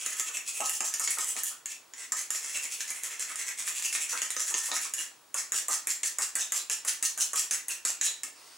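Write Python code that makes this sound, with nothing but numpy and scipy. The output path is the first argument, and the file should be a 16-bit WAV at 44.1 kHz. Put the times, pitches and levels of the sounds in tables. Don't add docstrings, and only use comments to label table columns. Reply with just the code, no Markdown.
import sys
import numpy as np
from scipy import signal
from scipy.fft import rfft, irfft
from scipy.io import wavfile
from scipy.ndimage import uniform_filter1d, minimum_filter1d

SR = 44100
rng = np.random.default_rng(int(sys.argv[2]) if len(sys.argv) > 2 else 0)


def inscribe(sig):
    pcm = np.round(np.clip(np.atleast_2d(sig).T, -1, 1) * 32767)
    wavfile.write(sys.argv[1], SR, pcm.astype(np.int16))


N = 377937
TIME = np.arange(N) / SR

# middle of the push t/s,
# push level/dB, sweep level/dB, sweep brightness/dB, rasp pitch f/Hz, rasp level/dB
TURN_TABLE = [(.02, -35.5, -41, 1, 2620, -45), (0.12, -35.5, -34, 5, 1860, -44.5),
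              (.275, -35.5, -35, 3, 2620, -44), (.485, -31.5, -33.5, 8, 2550, -44.5),
              (0.661, -29.5, -31, 6, 2780, -48), (.865, -29, -39, -4, 1720, -49),
              (1.033, -29, -31.5, 4, 2400, -47.5), (1.215, -29.5, -29.5, 5, 2950, -47),
              (1.387, -34, -31.5, 4, 2820, -46.5), (2.444, -34.5, -37.5, -2, 1995, -46.5),
              (2.555, -32, -33, -1.5, 2350, -46.5), (2.732, -33, -37.5, 5, 2550, -46),
              (2.895, -35, -39.5, 5, 2100, -47), (3.052, -34, -38.5, -2, 2000, -45),
              (3.222, -32, -38.5, -1, 1900, -44), (3.406, -32, -33, -2, 1970, -42),
              (3.6, -31.5, -31, 4, 2114, -43.5), (3.775, -31.5, -29, -1, 2540, -42.5),
              (3.948, -28.5, -31, 3, 2380, -42), (4.114, -29.5, -37.5, 6, 1840, -44),
              (4.241, -35, -40, 0, 2300, -51), (4.405, -28, -30, 1, 1800, -44.5),
              (4.58, -28.5, -31, 2, 1810, -45.5), (4.754, -29.5, -32.5, 1, 2440, -45.5)]
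# landing t/s, tap level/dB, brightness/dB,
# knock level/dB, time from landing to fastest drag/s, scrape level/dB, rasp pitch f/Hz
STROKE_TABLE = [(1.6575, -28, -4, -65, 0.055, -39.5, 2500), (1.936, -37.5, -18, -58, 0.078, -40, 1970),
                (2.1206, -20, -3.5, -40.5, 0.065, -32, 2010), (2.3045, -22, -1.5, -47, 0.055, -31, 1920),
                (4.9371, -24, -2.5, -62, .064, -32.5, 1810), (5.3429, -25, 1, -60.5, .043, -29, 1930),
                (5.5201, -21.5, 2, -44, 0.044, -26.5, 2750), (5.6829, -22.5, 6, -54, 0.047, -25.5, 1900),
                (5.871, -22, 0, -49, 0.036, -26.5, 1950), (6.0322, -22.5, -12, -55, 0.033, -27, 1900),
                (6.1848, -22.5, -2.5, -58, 0.042, -27, 1770), (6.3535, -20, 3.5, -62, 0.052, -29, 2750),
                (6.5208, -21, -4, -59, 0.044, -28, 2670), (6.6979, -23.5, -4, -59, 0.027, -26.5, 2720),
                (6.849, -30.5, 5, -57, .04, -25.5, 2630), (7.026, -19.5, -3.5, -43, .031, -23.5, 2740),
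                (7.176, -29, 2, -59, 0.033, -21.5, 2790), (7.3327, -25.5, 0.5, -70, 0.049, -24.5, 2720),
                (7.5097, -21, -4.5, -56, 0.028, -27, 2780), (7.683, -25.5, 6, -72, 0.033, -31.5, 2560),
                (7.8509, -18.5, -4, -47, 0.039, -27.5, 2700), (8.012, -19.5, -9.5, -64, 0.041, -24.5, 2620),
                (8.2335, -27, -5, -46, 0.02, -44, 2630)]


def undb(db):
    return 10 ** (np.asarray(db) / 20)


def unit(x):
    return x / np.sqrt(np.sum(x ** 2) + 1e-18)


def add(track, s, x):
    i = int(np.clip(s * SR, 0, N - 1))
    track[i:i + len(x)] += x[:N - i]


def along(points, hz):
    f, value = np.transpose(points)
    return np.interp(np.log(hz + 1), np.log(f), value)


def background(db=-60.5, whine_db=-70, whine_hz=15626):
    # f/Hz, relative level/dB
    air_colour = [(25, -18), (60, -8), (110, -9.5), (155, -2.5), (195, -11), (280, 2.5), (600, -0.5),
                  (1100, 4), (2200, -4.5), (4000, -4.5), (7500, -4.5), (12000, -7), (15500, -38)]
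    colour = undb(along(air_colour, np.fft.rfftfreq(N, 1 / SR)))

    def air():
        noise = irfft(rfft(rng.standard_normal(N)) * colour, N)
        return unit(noise) * np.sqrt(N)

    mid, side = air(), air()
    whine = undb(whine_db) * np.sqrt(2) * np.sin(2 * np.pi * whine_hz * TIME)
    return undb(db) * (mid + 0.46 * side * np.array([[1], [-1]])) + whine


def response(points, bright_db=0, patchy_db=0, spread_s=0.000879, size=2048):
    hz = np.fft.rfftfreq(size, 1 / SR)
    tilt = np.clip(np.log2((hz + 1) / 7500) / 0.98, -.5, .5)
    patches = signal.resample(rng.standard_normal(size=44), len(hz))
    db = along(points, hz) + bright_db * tilt + patchy_db * patches
    cepstrum = irfft(np.log(undb(db)))
    cepstrum[1:size // 2] *= 2
    cepstrum[size // 2 + 1:] = 0
    delay = spread_s * (1 + np.sin(2 * np.pi * (hz / 4300 + rng.random()))) / 2
    phase = 2 * np.pi * np.cumsum(delay) * hz[1]
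    return unit(irfft(np.exp(rfft(cepstrum) - 1j * phase)))


def bowl(hz, octaves, size=2048):
    # f/Hz, width/Hz, relative strength/dB
    bowl_modes = [(280, 15, 10), (373, 30, -4), (500, 70, -2), (517, 30, 0.5), (766, 16, -18), (934, 18, 0),
                  (1020, 20, -15), (1281, 30, 29.5), (1812, 108, 19.5), (1906, 73, 3.5), (2470, 57, 6),
                  (2670, 240, 34), (3336, 250, 16)]
    t = np.arange(size) / SR
    ring = np.zeros(size)
    for f, width, db in bowl_modes:
        drive = np.exp(-.5 * (np.log2(f / hz) / octaves) ** 2)
        fade = np.exp(-np.pi * width * t)
        ring += drive * undb(db) * width * fade * np.sin(2 * np.pi * f * t)
    return unit(ring)


def slides():
    push_s, push_bright_db, sweep_s = 0.029, -2.5, .034
    longest_turn_s, sweep_share = .178, .47
    drag_share, drag_bright_db = .63, -2.9
    rasp_db, rasp_at_hiss_db, rasp_slope = -43, -27.5, 0.5
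    rows = []
    periods = np.minimum(np.diff([turn[0] for turn in TURN_TABLE], append=np.inf), longest_turn_s)
    for (s, push_db, sweep_db, sweep_bright, hz, turn_rasp_db), period in zip(TURN_TABLE, periods):
        rows.append((s, push_s, push_db, push_bright_db, hz, turn_rasp_db))
        rows.append((s + sweep_share * period, sweep_s, sweep_db, sweep_bright, hz, turn_rasp_db))
    for s, _, _, _, run_up, db, hz in STROKE_TABLE:
        drag_rasp_db = rasp_db + rasp_slope * (db - rasp_at_hiss_db)
        rows.append((s + run_up, drag_share * run_up, db, drag_bright_db, hz, drag_rasp_db))
    return rows


def slips(length, rate, spread_db, grip_db, size=8192):
    t = (np.arange(size) - size / 2) / SR
    chance, push = rng.random(size), rng.standard_normal(size)
    strength = rng.uniform(-1.3, 1, size)
    grip = np.tanh(uniform_filter1d(rng.standard_normal(size), size=100) * np.sqrt(100))
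    swell = 2 ** (-2 * (t / length) ** 2)
    impulses = (chance < rate / SR) * np.sign(push)
    return unit(impulses * undb(spread_db * strength + grip_db * grip) * swell)


def scrapes(body_db=-6, patchy_db=3, hollow_width_hz=380, count=3):
    # f/Hz, relative level/dB
    hiss_colour = [(400, -30), (1000, -80), (3000, -14.5), (4700, -3.5), (5750, 5.5), (6150, 6), (6750, 8),
                   (7700, 9.5), (8700, 1.5), (9500, 2.5), (11000, -4), (13000, -15), (15500, -12.5)]
    out, body, t = np.zeros(N), bowl(4750, 0.33), np.arange(2048) / SR
    for s, length, db, bright, hz, rasp_db in slides():
        forces = [slips(length, rate=1900, spread_db=9, grip_db=9.5) for _ in range(count)]
        hiss = sum(signal.fftconvolve(force, response(hiss_colour, bright + 3.76, patchy_db))
                   for force in forces)
        hollow = np.exp(-np.pi * hollow_width_hz * t) * np.cos(2 * np.pi * hz * t)
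        rasp = unit(signal.fftconvolve(sum(forces), hollow))
        bowl_rasp = unit(signal.fftconvolve(sum(forces), body))
        sound = unit(hiss) * undb(db) + undb(rasp_db) * (rasp + bowl_rasp * undb(body_db))
        start = s - len(forces[0]) / 2 / SR
        skipped = int(max(-start, 0) * SR)
        add(out, max(start, 0), np.sqrt(length * SR) * sound[skipped:])
    return out


def pockets():
    # t/s, pitch f/Hz, level/dB
    loud_pockets = [(.29, 1266, -46.5), (0.602, 872, -34), (0.806, 855, -43), (.999, 1130, -41.5),
                    (1.173, 1154, -39), (1.357, 982, -46.5), (1.513, 1272, -49), (2.122, 993, -47),
                    (3.299, 1157, -46.5), (4.13, 1294, -36.5), (4.506, 1016, -47), (4.538, 947, -47.5),
                    (4.687, 1040, -46.5), (4.713, 933, -39.5), (4.853, 1186, -46), (5.344, 1247, -40),
                    (5.532, 1736, -38.5), (5.686, 1010, -37), (5.872, 1930, -41), (6.033, 1880, -49),
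                    (6.185, 1228, -39.5), (6.358, 1695, -37), (6.524, 1250, -43.5), (6.7, 1820, -39.5),
                    (6.848, 1240, -44.5), (7.175, 1270, -42), (7.333, 1200, -38.5), (7.512, 1774, -45.5)]
    lap_hz, lap_db = 1270, -55
    gulp_cycles = 33
    laps = [(turn[0], lap_hz, lap_db) for turn in TURN_TABLE]
    return [(s, gulp_cycles / hz, hz, db) for s, hz, db in laps + loud_pockets]


def sauce(glide=0.16, scatter=.12, gulp_db=-2, body_db=-6, deep_db=12, fade_db=6, count=10):
    out, t, body = np.zeros(N), np.arange(4096) / SR, bowl(590, 0.81)
    cycles = 6
    gulps = pockets()
    for (s, length, hz, db), draws in zip(gulps, rng.standard_normal((len(gulps), 3, count))):
        lag, pitch, size = draws
        starts = length * np.maximum(np.arange(count) + 0.321 * lag - .3, 0) / count
        bubble_hz = hz * np.exp(scatter * pitch)
        turns = np.maximum(t - starts[:, None], 0) * bubble_hz[:, None]
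        rise = 1 + glide * np.tanh(turns / cycles) / 2
        bubbles = np.exp(-2 * turns / cycles) * np.sin(2 * np.pi * turns * rise)
        run = unit(undb(2 * size - fade_db * starts / length) @ bubbles)
        push = rng.standard_normal(len(t)) * np.exp(-t / length)
        shake = unit(signal.fftconvolve(push, body)[:len(t)])
        shake_db = body_db + deep_db * np.log2(1000 / hz)
        gulp = run + undb(shake_db) * shake
        add(out, s, gulp * np.sqrt(length * SR) * undb(db + gulp_db))
    return out


def blows(bright_scatter_db=5, skip_spread=.8):
    # t/s, tap level/dB, brightness/dB, knock level/dB
    bump_table = [(.0615, -23.5, -7, -41), (0.1965, -22, -4, -40), (0.3696, -28, -14, -72),
                  (0.6049, -25, -5, -65), (0.6945, -23, 3, -53), (0.8054, -22, -8.5, -36),
                  (.939, -24, -2, -71), (0.9964, -23.5, 7, -40), (1.075, -22, -19, -46),
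                  (1.1055, -23.5, 13, -67), (1.1848, -24.5, -5, -48), (1.2436, -28, -1, -56),
                  (1.365, -30, -13, -39), (1.4343, -23.5, 13, -64), (2.5724, -29, -7, -66),
                  (2.806, -28, -17, -71), (2.904, -27.5, 6, -70), (3.0346, -27.5, 7, -64),
                  (3.1952, -29, -1, -56), (3.357, -28.5, -3, -76), (3.677, -27.5, -22, -48),
                  (3.8235, -29, -5, -60), (3.9504, -24, -21, -55), (4.1752, -29.5, -27, -54),
                  (4.2179, -22.5, -5, -38.5), (4.3041, -25, -7, -67), (4.3649, -26, -16, -36.5),
                  (4.5411, -22, -20, -39), (4.7155, -26, -26, -45), (4.7647, -23, -10, -56),
                  (6.8845, -25.5, -5, -68), (7.3573, -26, 2, -58), (8.0645, -24, -6, -62)]
    skip_chance, skip_db, skip_knock_db = .35, -0.5, -36
    rows, moves = [stroke[:4] for stroke in STROKE_TABLE] + bump_table, slides()
    for (s, length, db, bright, _, _), draws in zip(moves, rng.random((len(moves), 3))):
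        chance, place, tone = draws
        if chance < skip_chance:
            skip_at = s + skip_spread * length * (2 * place - 1)
            skip_bright = bright + bright_scatter_db * (2 * tone - 1)
            rows.append((skip_at, db + skip_db, skip_bright, db + skip_db + skip_knock_db))
    return rows


def taps(contact_s=0.00056, click_db=1.5, patchy_db=2, rattle_s=0.0059, rattle_db=-7, wobble_s=0.0045):
    # f/Hz, relative level/dB
    click_colour = [(300, -62), (1000, -29), (2200, -10), (3200, -13.5), (4600, -16), (5700, -9.5),
                    (6300, -3), (6800, 4.5), (7700, 0), (8700, -4), (9600, -3.5), (11000, -9.5),
                    (13000, -15.5), (15500, -22)]
    clink_db, clink_per_bright = -14.5, -0.18
    out, t = np.zeros(N), np.arange(1024) / SR
    knock = bowl(480, 0.87)
    weight = np.sqrt(0.0038 * SR)
    hits = blows()
    for (s, db, bright, knock_db), noise in zip(hits, rng.standard_normal((len(hits), 2, len(t)))):
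        contact = unit(np.sign(noise[0]) * t * np.exp(-t / contact_s))
        rattle = unit(noise[1] * np.sqrt(t) * np.exp(-t / rattle_s))
        spoon = response(click_colour, bright + 0.83, patchy_db)
        click = unit(signal.fftconvolve(contact + undb(rattle_db) * rattle, spoon))
        add(out, s - .0003, weight * undb(db + click_db) * click)
        clink = bowl(1830 * 2 ** rng.normal(0, 0.1), 0.13)
        wobble = unit(noise[1] * np.sqrt(t) * np.exp(-t / wobble_s))
        blow = (t == 0) + wobble
        tap_clink_db = db + clink_db + clink_per_bright * bright
        for modes, level_db in ((clink, tap_clink_db), (knock, knock_db)):
            ring = unit(signal.fftconvolve(blow, modes))
            add(out, s + 0.00054, weight * undb(level_db) * ring)
    return out


def spoon_rings(width_hz=130):
    # t/s, pitch f/Hz, length/s, level/dB
    ring_table = [(0.346, 2600, 0.042, -42.5), (0.683, 2750, 0.031, -41.5), (1.104, 2230, 0.017, -45),
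                  (2.545, 2700, 0.041, -37.5), (2.641, 2280, 0.028, -41.5), (2.905, 2240, 0.021, -42),
                  (3.847, 2720, 0.025, -36), (4.982, 2860, 0.017, -40), (6.413, 3640, 0.014, -39.5),
                  (6.589, 3940, 0.011, -39.5), (7.693, 2690, 0.027, -39.5), (8.067, 3880, 0.026, -35)]
    out, t = np.zeros(N), np.arange(SR // 5) / SR
    for s, hz, length, db in ring_table:
        push = rng.standard_normal(len(t)) * np.exp(-(t / length) ** 2)
        resonance = np.exp(-np.pi * width_hz * t) * np.sin(2 * np.pi * hz * t)
        note = signal.fftconvolve(push, resonance)[:len(t)]
        add(out, s, unit(note) * np.sqrt(length * SR) * undb(db))
    return out


def soft_rub(start_s=8.32, rise_s=0.041, db=-54, grain_db=5):
    # f/Hz, relative level/dB
    rub_colour = [(300, -7), (1200, -1), (2500, -4.5), (3700, -1), (5000, 2), (7000, -2), (9000, 0),
                  (11000, -15), (15500, -18)]
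    grains = rng.standard_normal(N) * undb(grain_db * rng.standard_normal(N))
    fade_in = np.clip((TIME - start_s) / rise_s, 0, 1)
    grains = unit(grains) * np.sqrt(N) * fade_in
    return undb(db) * signal.fftconvolve(grains, response(rub_colour))[:N]


def reflections(width=0.44, size=16384):
    # f/Hz, time to fade by 60 dB/s
    fade_times = [(200, 0.04), (1000, 0.37), (3000, 0.39), (7000, 0.27), (15000, 0.23)]
    t, hz = np.arange(size) / SR, np.fft.rfftfreq(size, 1 / SR)
    density = np.minimum(.1 + t / .03, 1)
    present = rng.random((2, size)) < density
    echoes = rfft(rng.standard_normal((2, size)) * present / np.sqrt(density))
    centres, tail = np.geomspace(125, 16000, 8), np.zeros((2, size))
    for centre, pick in zip(centres, np.eye(len(centres))):
        band = irfft(echoes * along(np.c_[centres, pick], hz))
        tail += band * undb(-60 * t / along(fade_times, centre))
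    onset = np.clip((t - .001) / 0.00015, 0, 1)
    mid, side = (unit(v * onset) for v in tail)
    spread = along([(300, 1.1), (1000, 1.27), (7000, 0.95), (9500, 0.86), (11500, 0.023)], hz)
    side = irfft(rfft(side) * spread) * width
    return np.array([mid + side, mid - side])


def room(x, wet_db=-3, direct_db=-3, move_rate=7., count=5):
    out = undb(direct_db) * np.array([x, x])
    for place in range(count):
        offset = (TIME * move_rate - place + count / 2) % count - count / 2
        share = np.cos(np.pi / 2 * np.clip(offset, -1, 1))
        echoed = signal.fftconvolve((x * share)[None], reflections(), axes=1)[:, :N]
        out = out + undb(wet_db) * echoed
    return out


def scene(pan_db=-0.63):
    air = background()
    stirring = scrapes() + sauce() + taps() + spoon_rings() + soft_rub()
    bass_cut = signal.butter(9, 240, "highpass", fs=SR, output="sos")
    pan = undb(np.array([[pan_db], [-pan_db]]) / 2)
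    return room(signal.sosfilt(bass_cut, stirring)) * pan + air


def record(dry, ceiling_db=-13.5, size=89, top_hz=15900):
    gain = np.minimum(undb(ceiling_db) / (np.abs(dry).max(axis=0) + 1e-18), 1)
    gain = uniform_filter1d(minimum_filter1d(gain, size=size), size=size)
    top_cut = signal.ellip(10, .2, 70, top_hz, fs=SR, output="sos")
    return signal.sosfilt(top_cut, dry * gain)


dry = scene()
out = record(dry)
inscribe(out)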